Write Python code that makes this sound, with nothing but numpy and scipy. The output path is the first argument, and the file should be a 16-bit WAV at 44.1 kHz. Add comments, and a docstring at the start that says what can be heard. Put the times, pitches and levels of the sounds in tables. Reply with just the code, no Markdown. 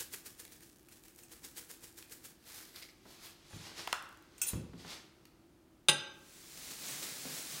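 """Steak at the dinner table

One close microphone at a dinner table, in a small halo of dining-room echo; both channels carry the same sound.
A jar scatters seasoning grains in strokes, then tips upright: slides and tumbles of grains. Dry ticks fall around it.
Clothes rustle as shaped noise, bumps ring floor modes, and a plastic lid snaps in falling chirps.
A knife rings and scrapes in steel modes and knocks the plate through the meat; a plate lands with a loud clink
of china modes. At the end a dense spray of grains, like a kitchen tap, swells to a hiss over low room noise."""
import sys
import numpy as np
from scipy import signal
from scipy.fft import rfft, irfft, next_fast_len
from scipy.io import wavfile
from scipy.ndimage import map_coordinates

SR = 44100
rng = np.random.default_rng(int(sys.argv[2]) if len(sys.argv) > 2 else 0)


def put_to_file(sound):
    """Save the sound as 16-bit audio at rate SR, in the file named by the first command-line argument."""
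    columns = np.atleast_2d(sound).T  # one column per channel
    safe = np.clip(columns, -1, 1)
    whole_steps = np.round(safe * 32767)
    wavfile.write(sys.argv[1], SR, whole_steps.astype(np.int16))


N = 335160

# All levels are relative: each source trims them and adds its share of room.
# Every "spectrum" lists: frequency_hz [Hz], density_db [dB per Hz, relative]

# The room and the microphone
AIR_SPECTRUM = [(15, -48), (25, -9), (91, -10), (194, -12), (261, -11), (316, -12), (414, -19),
                (672, -21.5), (729, -21.5), (1120, -27.5), (1220, -24), (1510, -28.5), (4210, -34),
                (4570, -34.5), (15800, -40)]  # quiet room noise, spectrum
# how long the dining room rings: frequency_hz [Hz], t60_s [s]
ROOM_DECAY = [(100, 0.88), (500, 0.87), (1500, 0.8), (4000, 0.52), (8000, 0.35), (15000, 0.26)]
MIC_TOP_HZ = 15900

# The jar: strokes that throw seasoning into the lid: peak_s [s], level_db [dB]
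SHAKES = [(.008, -37.5), (0.139, -40.5), (0.266, -46), (0.401, -47.5), (0.525, -53), (.63, -55.5),
          (0.924, -55.5), (1.053, -59), (1.191, -55), (1.325, -50.5), (1.449, -45.5), (1.579, -42),
          (1.706, -48), (1.84, -48.5), (1.985, -49.5), (2.123, -46.5), (2.254, -47.5)]
SEASONING_SPECTRUM = [(290, -8.5), (500, 1), (668, -23), (749, -8), (1240, -8.5), (1660, -2), (2030, -6),
                      (3270, -5.5), (8010, -2), (14900, -5), (15800, -5.5)]  # grains hitting the lid, spectrum
JAR_SPECTRUM = [(600, -7.5), (1500, -21), (2050, 1.5), (2800, -8.5), (4000, -3.5), (5000, -2), (6500, -14),
                (15000, -24.5)]  # the jar's walls, spectrum
SLIDING_SPECTRUM = [(290, -23), (500, -6), (537, -14), (958, -9), (2060, -6), (2520, -8.5), (4760, -5),
                    (6360, -7.5), (14500, -9), (15800, -14)]  # grains sliding along the jar, spectrum
# seasoning slides back each time the jar tips: centre_s [s], level_db [dB], length_s [s]
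SLIDES = [(2.49, -53.5, 0.06), (2.559, -50.5, 0.14), (2.782, -55, 0.1), (3.107, -61, 0.09),
          (3.25, -52.5, 0.066)]
SLIDE_RISE = 0.36  # share of a slide's length spent gathering speed
# coarse pieces tumble after it: peak_s [s], level_db [dB]
TUMBLES = [(2.76, -50.5), (2.826, -49.5), (2.89, -57.5)]
TUMBLE_RISE_S, TUMBLE_FALL_S = 0.0059, 0.024
SHAKING_END_S, TRICKLE_DB = 2.33, -69.5  # seasoning trickles while the jar is upside down

# clearest coarse grains and small ticks: start_s [s], treble_db [dB], mid_db [dB against the treble]
TICKS = [(0.4513, -37, -12), (0.8913, -48, -16), (1.1607, -44, -23), (1.713, -32, -17),
         (2.0256, -40.5, -7.5), (2.759, -38.5, -9), (2.8263, -43, -4), (4.0248, -42, -16.5),
         (5.254, -48, -4.5)]
# fainter ticks, randomly placed: from_s [s], to_s [s], rate [ticks per second], treble_db [dB]
STRAYS = [(.4, 2.3, 6, -45), (4.061, 4.25, 23, -50)]
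STRAY_SPREAD_DB, STRAY_MID_DB = 2.5, -12.5  # scatter of their level; midrange against the treble

# The knife: steel modes: mode_hz [Hz], struck_db [dB], scraped_db [dB]
STEEL_MODES = [(1520, -51.5, -69), (2515, -41, -62), (2670, -38.5, -58), (3300, -48.5, -55),
               (3997, -66, -49), (5530, -44, -50.5), (6370, -38, -45), (6420, -44.5, -46),
               (6980, -36.5, -63.5), (7050, -37, -40.5), (7740, -50, -43), (7760, -36.5, -51.5),
               (8270, -32, -53), (9250, -33.5, -37), (10220, -58, -40), (11440, -45, -46.5),
               (12100, -47.5, -43), (13150, -37.5, -56), (13950, -41, -38), (14540, -45, -72),
               (15130, -40, -58)]
# blade contacts: start_s [s], level_db [dB]
TOUCHES = [(1.233, -25.5), (4.38, -24), (4.416, 2.5), (4.428, -6.5), (4.435, -8)]
# teeth catch on the bare plate: centre_s [s], level_db [dB]
CATCHES = [(4.472, -41.5), (4.486, -35)]
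CATCH_RISE_S, CATCH_FALL_S = 0.00506, 0.013
# strokes through the steak: centre_s [s], level_db [dB]
CUTS = [(3.55, -61), (3.8, -65), (3.9, -62)]
CUT_RISE_S, CUT_FALL_S = 0.041, 0.075

# Clothes, a swish for each movement: centre_s [s], level_db [dB], rise_s [s], fall_s [s]
SWISHES = [(3.1, -61, 0.033, 0.12), (3.245, -58, 0.047, 0.058), (3.565, -57.5, 0.092, 0.21),
           (3.67, -51, 0.047, 0.045), (3.787, -45.5, 0.019, 0.044), (3.935, -54.5, 0.089, 0.031),
           (4.49, -51.5, 0.06, 0.035), (4.8, -56, 0.02, 0.044), (4.91, -47, 0.036, 0.049)]
FABRIC_SPECTRUM = [(240, -12), (400, -6), (644, -9), (837, -7.5), (961, -5.5), (1620, -7), (2460, -4.5),
                   (2570, -5), (2780, -5.5), (4690, -3), (10300, -16.5), (11800, -17.5), (15800, -27)]  # fabric rubbing on fabric, spectrum
STIR_FROM_S, STIR_TO_S, STIR_DB = 2.3, 5.28, -72  # faint rustle of someone on the move

# Steps and soft bumps: start_s [s], level_db [dB], centre_hz [Hz], scuff_db [dB against the blow]
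BUMPS = [(3.054, -54, 326, 3.5), (3.534, -41, 99, -11), (3.554, -46.5, 149, -12), (4.533, -28, 115, -15),
         (4.564, -37, 178, -23), (4.734, -45, 194, -4), (4.848, -48.5, 179, 3), (7.252, -43, 266, -2)]
# wooden floor modes: mode_hz [Hz], level_db [dB], t60_s [s]
FLOOR_MODES = [(105.5, -0.5, 0.13), (173.2, 0, 0.21), (267, 0.5, 0.11), (328, -12, 0.11)]

# The blade bumps the plate through the meat: start_s [s], level_db [dB]
KNOCKS = [(3.507, -54), (3.528, -50), (3.57, -54), (3.665, -53), (3.714, -48), (3.79, -43)]
KNOCK_T60_S, KNOCK_MUFFLE_HZ = 0.056, 2400  # the steak damps the china and softens the blow

# Lid snaps: start_s [s], level_db [dB], sweep_hz [Hz above the lowest], lowest_hz [Hz], hollow_db [dB]
SNAPS = [(3.8744, -22, 5760, 800, -7.5), (3.928, -16.5, 11120, 872, -2)]

# The plate: china modes: mode_hz [Hz], blow_db [dB], ring_db [dB], ring_t60_s [s, before overall damping]
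CHINA_MODES = [(359.4, -35.5, -36, 0.38), (542, -29, -35.5, 0.46), (847, -37.5, -28.5, 0.27),
               (1120, -33, -47, 0.92), (1340, -29.5, -42, 0.8), (1580, -27.5, -35.5, 0.94),
               (1963, -39, -36.5, 0.35), (2525, -25, -51, 0.36), (2650, -29, -50, 0.52),
               (2780, -25, -42, 0.38), (2990, -29, -46, 0.99), (3100, -40, -48, 0.67),
               (3670, -21.5, -45.5, 0.95), (3954, -25.5, -41, 0.41), (4000, -35, -53, 0.58),
               (3990, -27, -59, 0.65), (4193, -28, -61, 0.46), (4770, -29, -53, 0.37),
               (4934, -30, -37, 0.52), (5630, -43, -51, 0.77), (6200, -26.5, -40.5, 0.77),
               (7190, -28.5, -52, 0.42), (7420, -34, -55, 0.36), (7970, -27.5, -53, 0.62),
               (8150, -31.5, -58, 0.49), (9340, -22.5, -64, 0.36), (9900, -44, -60, 0.3),
               (10960, -32, -60, 0.38), (12600, -41, -54, 0.34), (14510, -41, -64, 0.47)]
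# the plate's foot settles: start_s [s], level_db [dB]
CONTACTS = [(5.8848, -1), (5.8904, -2), (5.8961, -7)]
CLACK_SPECTRUM = [(47, -45), (80, -3), (1580, -24), (2210, -2), (3670, 5), (4480, -19), (4890, 1),
                  (5350, -20), (6240, -8), (7960, -15), (8700, -29), (9500, -22), (10400, -30),
                  (11300, -19), (15800, -45)]  # noise of the china's contact, spectrum

# The tap
WATER_SPECTRUM = [(53, -44), (90, -22), (145, 1.5), (218, -6.5), (271, -2), (322, -7), (542, -7),
                  (910, -9.5), (1820, -6.5), (2160, -5), (3190, -6), (3550, -3.5), (7570, -3.5),
                  (14500, -11), (15800, -7)]  # droplets of the stream, spectrum
# splashes in the stream: peak_s [s], level_db [dB]
SPURTS = [(6.575, -50.5), (6.708, -45.5), (6.885, -48), (7.029, -39.5)]
TAP_OPEN_S, TAP_OPENING_S, TAP_DB = 6.073, 1.0, -43.5  # start of the hiss, time to swell, mean held level
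TAP_CURVE, TAP_WAVER_DB = 1.19, 1  # power law of the swell; unsteadiness of the stream


def amp(db):
    """Decibels to gain."""
    return 10 ** (np.asarray(db) / 20)


def unit(x):
    """x at rms 1."""
    return x / np.sqrt(np.mean(x ** 2) + 1e-20)


def clock(count=N):
    """Seconds, sample by sample."""
    return np.arange(count) / SR


def noise(count=N):
    """White noise."""
    return rng.standard_normal(count)


def fade(t, t60):
    """A decay of 60 dB in t60 seconds."""
    return np.exp(-np.log(1000) * t / t60)


def along(points, hz):
    """Interpolate (Hz, value) points on a log frequency axis."""
    point_hz, value = np.transpose(points)
    return np.interp(np.log(hz + 1), np.log(point_hz + 1), value)


def add(track, s, sound):
    """Mix a sound into the track at s seconds."""
    start = max(round(s * SR), 0)
    track[start:start + len(sound)] += sound[:N - start]


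def filtered(x, response):
    """x times a response of frequency, padded against wrap-around."""
    size = next_fast_len(len(x) + 8192)
    spectrum = rfft(x, size) * response(np.fft.rfftfreq(size, 1 / SR))
    return irfft(spectrum, size)[:len(x)]


def coloured(x, spectrum):
    """x with the given spectrum, at rms 1."""
    return unit(filtered(x, lambda hz: amp(along(spectrum, hz))))


def grains(spectrum, rate, smooth):
    """Tiny impacts of random size, rate a second, each a brief crackle, on a bed of smooth noise."""
    hits = (rng.random(N) < rate / SR) * rng.exponential(size=N)
    energy = np.convolve(hits, fade(clock(64), 0.00081))[:N]
    level = np.sqrt(energy / energy.mean() + smooth ** 2)
    return coloured(level * noise(), spectrum)


def wobble(rate):
    """A smooth random curve, rate knots a second."""
    knots = rng.standard_normal(int(N * rate / SR) + 4)
    return map_coordinates(knots, [clock() * rate])


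def sines(hz, t, width_hz=0):
    """One sine per mode, from rest; a wandering phase makes each line about width_hz wide."""
    steps = rng.standard_normal((len(hz), len(t)))
    drift = np.cumsum(steps, axis=1) * np.sqrt(2 * np.pi * abs(width_hz) / SR)
    return np.sin(2 * np.pi * hz[:, None] * t + drift)


def rubbed(hz, dbs, width_hz, count):
    """Noise of rms 1 that rings in the given modes."""
    def response(f):
        power = sum(amp(2 * db) / (1 + ((f - centre) / width_hz) ** 2) for centre, db in zip(hz, dbs))
        return np.sqrt(power)
    return unit(filtered(noise(count), response))


def burst(s, rise, fall):
    """A sharp swell that peaks at s seconds; rise and fall are time constants."""
    t = clock() - s
    return np.exp(np.minimum(t / rise, -t / fall))


def swell(s, rise, fall):
    """A rounded swell around s seconds; rise and fall are time constants."""
    t = clock() - s
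    return np.sqrt(2 * np.exp(-np.logaddexp(-2 * t / rise, 2 * t / fall)))


def held(start, end, edge_s):
    """A gain near 1 from start to end, with soft edges."""
    opening = 1 + np.tanh((clock() - start) / edge_s)
    closing = 1 + np.tanh((end - clock()) / edge_s)
    return opening * closing / 4


def together(envelopes):
    """Envelopes of unrelated noises add in power."""
    return np.sqrt(sum(e ** 2 for e in envelopes))


def echo(x, gap=0.007):
    """The dining room's answer, which starts after gap seconds and dies sooner in the treble."""
    hz, t, z = signal.stft(noise(SR), SR, nperseg=256)
    near_walls = 1 + 2.0 * fade(t, 0.095)
    decay = fade(t, along(ROOM_DECAY, hz)[:, None])
    tail = signal.istft(z * near_walls * decay, SR, nperseg=256)[1]
    tail = tail * np.clip(clock(len(tail)) / gap - 1, 0, 1)
    return signal.fftconvolve(x, tail / np.linalg.norm(tail))[:N]


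def room(x, wet_db):
    """The direct sound plus the room."""
    return x + amp(wet_db) * echo(x)


def air():
    """Low ventilation noise with a narrow, wavering drone: noise through a resonance at 330 Hz."""
    drone = filtered(noise(), lambda hz: 1 / (1 + ((hz - 330) / 35) ** 2))
    return amp(-66.0) * coloured(noise(), AIR_SPECTRUM) + amp(-69) * unit(drone)


def shaker():
    """Strokes throw grains against the lid; stragglers follow, some trickle, and all slide as the jar tips."""
    landings = together(amp(db + 1) * burst(s, rise=0.011, fall=0.017) for s, db in SHAKES)
    # stragglers land later and vary half as much in level
    stragglers = together(amp(.5 * db - 33.5) * burst(s + 0.039, rise=0.029, fall=0.041) for s, db in SHAKES)
    seasoning = grains(SEASONING_SPECTRUM, rate=2500, smooth=0.94)
    walls = amp(-16) * grains(JAR_SPECTRUM, rate=230, smooth=0.11)
    shaken = np.hypot(landings, stragglers) * (seasoning + walls)
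    pouring = amp(TRICKLE_DB) * held(0, SHAKING_END_S, edge_s=0.037)
    trickle = pouring * grains(SEASONING_SPECTRUM, rate=230, smooth=0.64)
    sliding = together(amp(db) * swell(s, SLIDE_RISE * length, (1 - SLIDE_RISE) * length)
                       for s, db, length in SLIDES)
    slid = sliding * grains(SLIDING_SPECTRUM, rate=2000, smooth=0.94)
    tumbling = together(amp(db) * burst(s, TUMBLE_RISE_S, TUMBLE_FALL_S) for s, db in TUMBLES)
    tumbled = tumbling * grains(JAR_SPECTRUM, rate=790, smooth=0.42)
    return room(shaken + trickle + slid + tumbled, wet_db=-13)


def strays():
    """Rows like TICKS: one tick at a random moment in each equal slot of a stretch."""
    rows = []
    for start, end, rate, db in STRAYS:
        for slot in range(round((end - start) * rate)):
            s = start + (slot + rng.random()) / rate
            level_db = db + STRAY_SPREAD_DB * rng.uniform(-1.04, 1)
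            rows.append((s, level_db, STRAY_MID_DB))
    return rows


def ticks():
    """Dry ticks a few milliseconds long: a bright snick and a slower, lower click, both decaying noise."""
    out, t = np.zeros(N), clock(2048)
    snick_spectrum = [(1000, -22), (4000, -13), (7000, 0.5), (15000, -1)]
    click_spectrum = [(300, -13), (1200, -4.5), (2000, 2), (4500, -1), (8000, -14)]
    for s, db, mid_db in TICKS + strays():
        snick = fade(t, 0.012) * coloured(noise(len(t)), snick_spectrum)
        click = fade(t, 0.022) * coloured(noise(len(t)), click_spectrum)
        add(out, s, amp(db - 5.5) * snick + amp(db + mid_db - 0.5) * click)
    return room(out, wet_db=-5)


def knife():
    """The blade rings when it touches the plate; dragging it feeds the same modes with rough friction."""
    hz, struck_db, scraped_db = np.transpose(STEEL_MODES)
    touched, t = np.zeros(N), clock(SR // 2)
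    for s, db in TOUCHES:
        decay = fade(t, 0.055) + amp(-12.0) * fade(t, 0.073)
        ring = amp(struck_db) @ sines(hz, t, width_hz=28) * decay
        chatter = amp(-30) * fade(t, 0.03) * rubbed(hz, struck_db, width_hz=110, count=len(t))
        onset = 1 - np.exp(-t / 0.00067)
        add(touched, s, amp(db) * (ring + chatter) * onset)
    catching = amp(1.8 * wobble(150))  # the teeth catch and slip
    dragging = together(amp(db) * swell(s, CATCH_RISE_S, CATCH_FALL_S) for s, db in CATCHES)
    scrape = catching * dragging * rubbed(hz, scraped_db, width_hz=33, count=N)
    cutting = together(amp(db) * swell(s, CUT_RISE_S, CUT_FALL_S) for s, db in CUTS)
    dull_db = scraped_db - 7.9 * np.log2(hz / hz[0])  # meat around the blade damps its high modes
    sawing = catching * cutting * rubbed(hz, dull_db, width_hz=44, count=N)
    return room(touched + scrape + sawing, wet_db=-6.5)


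def clothes():
    """Fabric rubs on fabric with each movement, and stirs faintly in between."""
    swishes = together(amp(db) * swell(s, rise, fall) for s, db, rise, fall in SWISHES)
    stir = amp(STIR_DB) * held(STIR_FROM_S, STIR_TO_S, edge_s=0.28)
    fabric = grains(FABRIC_SPECTRUM, rate=2500, smooth=1.6)
    return room(amp(-1) * np.hypot(swishes, stir) * fabric, wet_db=-5.5)


def bumps():
    """Each soft blow rings the floor modes nearest its own pitch, over a loose rumble and a brief scuff."""
    mode_hz, mode_db, t60 = np.transpose(FLOOR_MODES)
    out, t = np.zeros(N), clock(SR // 2)
    scuff_spectrum = [(100, -13.5), (330, -6.5), (700, -10.5), (1500, -14.5), (3000, -26), (12000, -56)]
    onset = 1 - np.exp(-t / 0.0033)
    for s, db, hz, scuff_db in BUMPS:
        reach = np.exp(-2 * np.log2(mode_hz / hz) ** 2)
        ringing = sines(mode_hz, t, width_hz=3.8) * fade(t, t60[:, None])
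        wood = (reach * amp(mode_db + 1.5)) @ ringing
        loose = [(hz / 4, -20), (hz / 2, -7), (hz, -2), (2 * hz, -4),
                 (3.4 * hz, -16), (12 * hz, -44), (60 * hz, -90)]
        rumble = amp(-4.5) * coloured(noise(len(t)), loose) * fade(t, 0.24)
        scuff = amp(scuff_db) * coloured(noise(len(t)), scuff_spectrum) * fade(t, 0.058)
        add(out, s, amp(db - 2.5) * ((wood + rumble) * onset + scuff))
    return room(out, wet_db=-6.5)


def knocks():
    """Cushioned by the steak, the blade rings mainly the plate's low modes, and briefly."""
    hz = np.transpose(CHINA_MODES)[0]
    out, t = np.zeros(N), clock(SR // 8)
    softness = 1 / (1 + (hz / KNOCK_MUFFLE_HZ) ** 6)
    onset = 1 - np.exp(-t / .0012)
    for s, db in KNOCKS:
        strength = softness * amp(rng.normal(0, 3.4, len(hz)))  # each knock favours other modes
        ring = (strength / np.linalg.norm(strength)) @ sines(hz, t, width_hz=31)
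        add(out, s, amp(db + 2.0) * ring * fade(t, KNOCK_T60_S) * onset)
    return room(out, wet_db=-13)


def lid():
    """A snap spreads through thin plastic as a bending wave: treble first, then the lid's own low note."""
    crack, body, hollow, t = np.zeros(N), np.zeros(N), np.zeros(N), clock(1024)
    window = np.exp(-(t / 0.0045) ** 4) * (1 - np.exp(-t / 0.001))
    for s, db, sweep_hz, lowest_hz, hollow_db in SNAPS:
        pitch_hz = lowest_hz + sweep_hz * np.exp(-t / 0.000644)
        wave = np.sin(2 * np.pi * np.cumsum(pitch_hz) / SR) * window
        add(body, s, amp(db - 7.0) * wave)
        add(hollow, s, amp(db + hollow_db) * wave)
        splinter_spectrum = [(100, -10), (400, 1), (2000, -3), (3000, 2),
                             (0.56 * sweep_hz, -5), (sweep_hz, -10), (1.3 * sweep_hz, -18)]
        splinter = coloured(noise(len(t)), splinter_spectrum)
        add(crack, s, amp(db - 7.0) * fade(t, 0.015) * splinter)
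    hollow_response = [(400, -7), (900, -17.0), (1450, -1.0), (2400, -14), (12000, -43.5)]
    hollow = filtered(hollow, lambda hz: amp(along(hollow_response, hz)))
    return room(crack, wet_db=-9) + body + echo(hollow, gap=0.0035)


def plate():
    """China clacks down in three quick contacts; the table damps the blow and leaves a thin after-ring."""
    hz, blow_db, ring_db, t60 = np.transpose(CHINA_MODES)
    out, t = np.zeros(N), clock(SR // 2)
    shape = (-1) ** np.arange(len(hz))  # neighbouring modes swing in opposite directions
    for s, db in CONTACTS:
        blow = (shape * amp(blow_db + 2)) @ sines(hz, t, width_hz=32) * fade(t, 0.037)
        clack = amp(-19.5) * fade(t, 0.041) * coloured(noise(len(t)), CLACK_SPECTRUM)
        add(out, s, amp(db) * (blow + clack) * (1 - np.exp(-t / 0.00025)))
    ringing = sines(hz, t, width_hz=12.7) * fade(t, t60[:, None])
    ring = amp(ring_db - 5.0) @ ringing * fade(t, 2.9)
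    table_spectrum = [(50, -35), (120, 8), (190, 2), (400, -7), (1500, -16), (8000, -80)]
    table = amp(-40.5) * fade(t, 0.36) * coloured(noise(len(t)), table_spectrum)
    add(out, CONTACTS[0][0], (ring + table) * (1 - np.exp(-t / 0.005)))
    # a small plate moves no deep bass
    highpass = signal.butter(2, 120, "highpass", fs=SR, output="sos")
    return room(signal.sosfilt(highpass, out), wet_db=-11)


def tap():
    """A fine spray of droplets swells to a steady hiss, with brief splashes."""
    opening = np.clip((clock() - TAP_OPEN_S) / TAP_OPENING_S, 0, 1)
    flow = amp(TAP_DB + TAP_WAVER_DB * wobble(13)) * opening ** TAP_CURVE
    splashes = sum(amp(db) * burst(s, rise=0.0057, fall=0.034) for s, db in SPURTS)
    return np.hypot(flow, splashes) * grains(WATER_SPECTRUM, rate=6000, smooth=1.3)


def scene():
    """Everything reaches the one microphone, copied to both channels."""
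    table_sounds = shaker() + ticks() + knife() + knocks() + lid() + plate()
    mono = air() + table_sounds + clothes() + bumps() + tap()
    return np.array([mono, mono])


def record(dry):
    """The microphone drops the deepest bass, below about 36 Hz, and keeps nothing above its band limit."""
    def response(hz):
        bass_cut = hz ** 3 / np.hypot(hz ** 3, 36 ** 3)
        return (hz < MIC_TOP_HZ) * bass_cut
    return np.array([filtered(channel, response) for channel in dry])


dry = scene()
out = record(dry)
put_to_file(out)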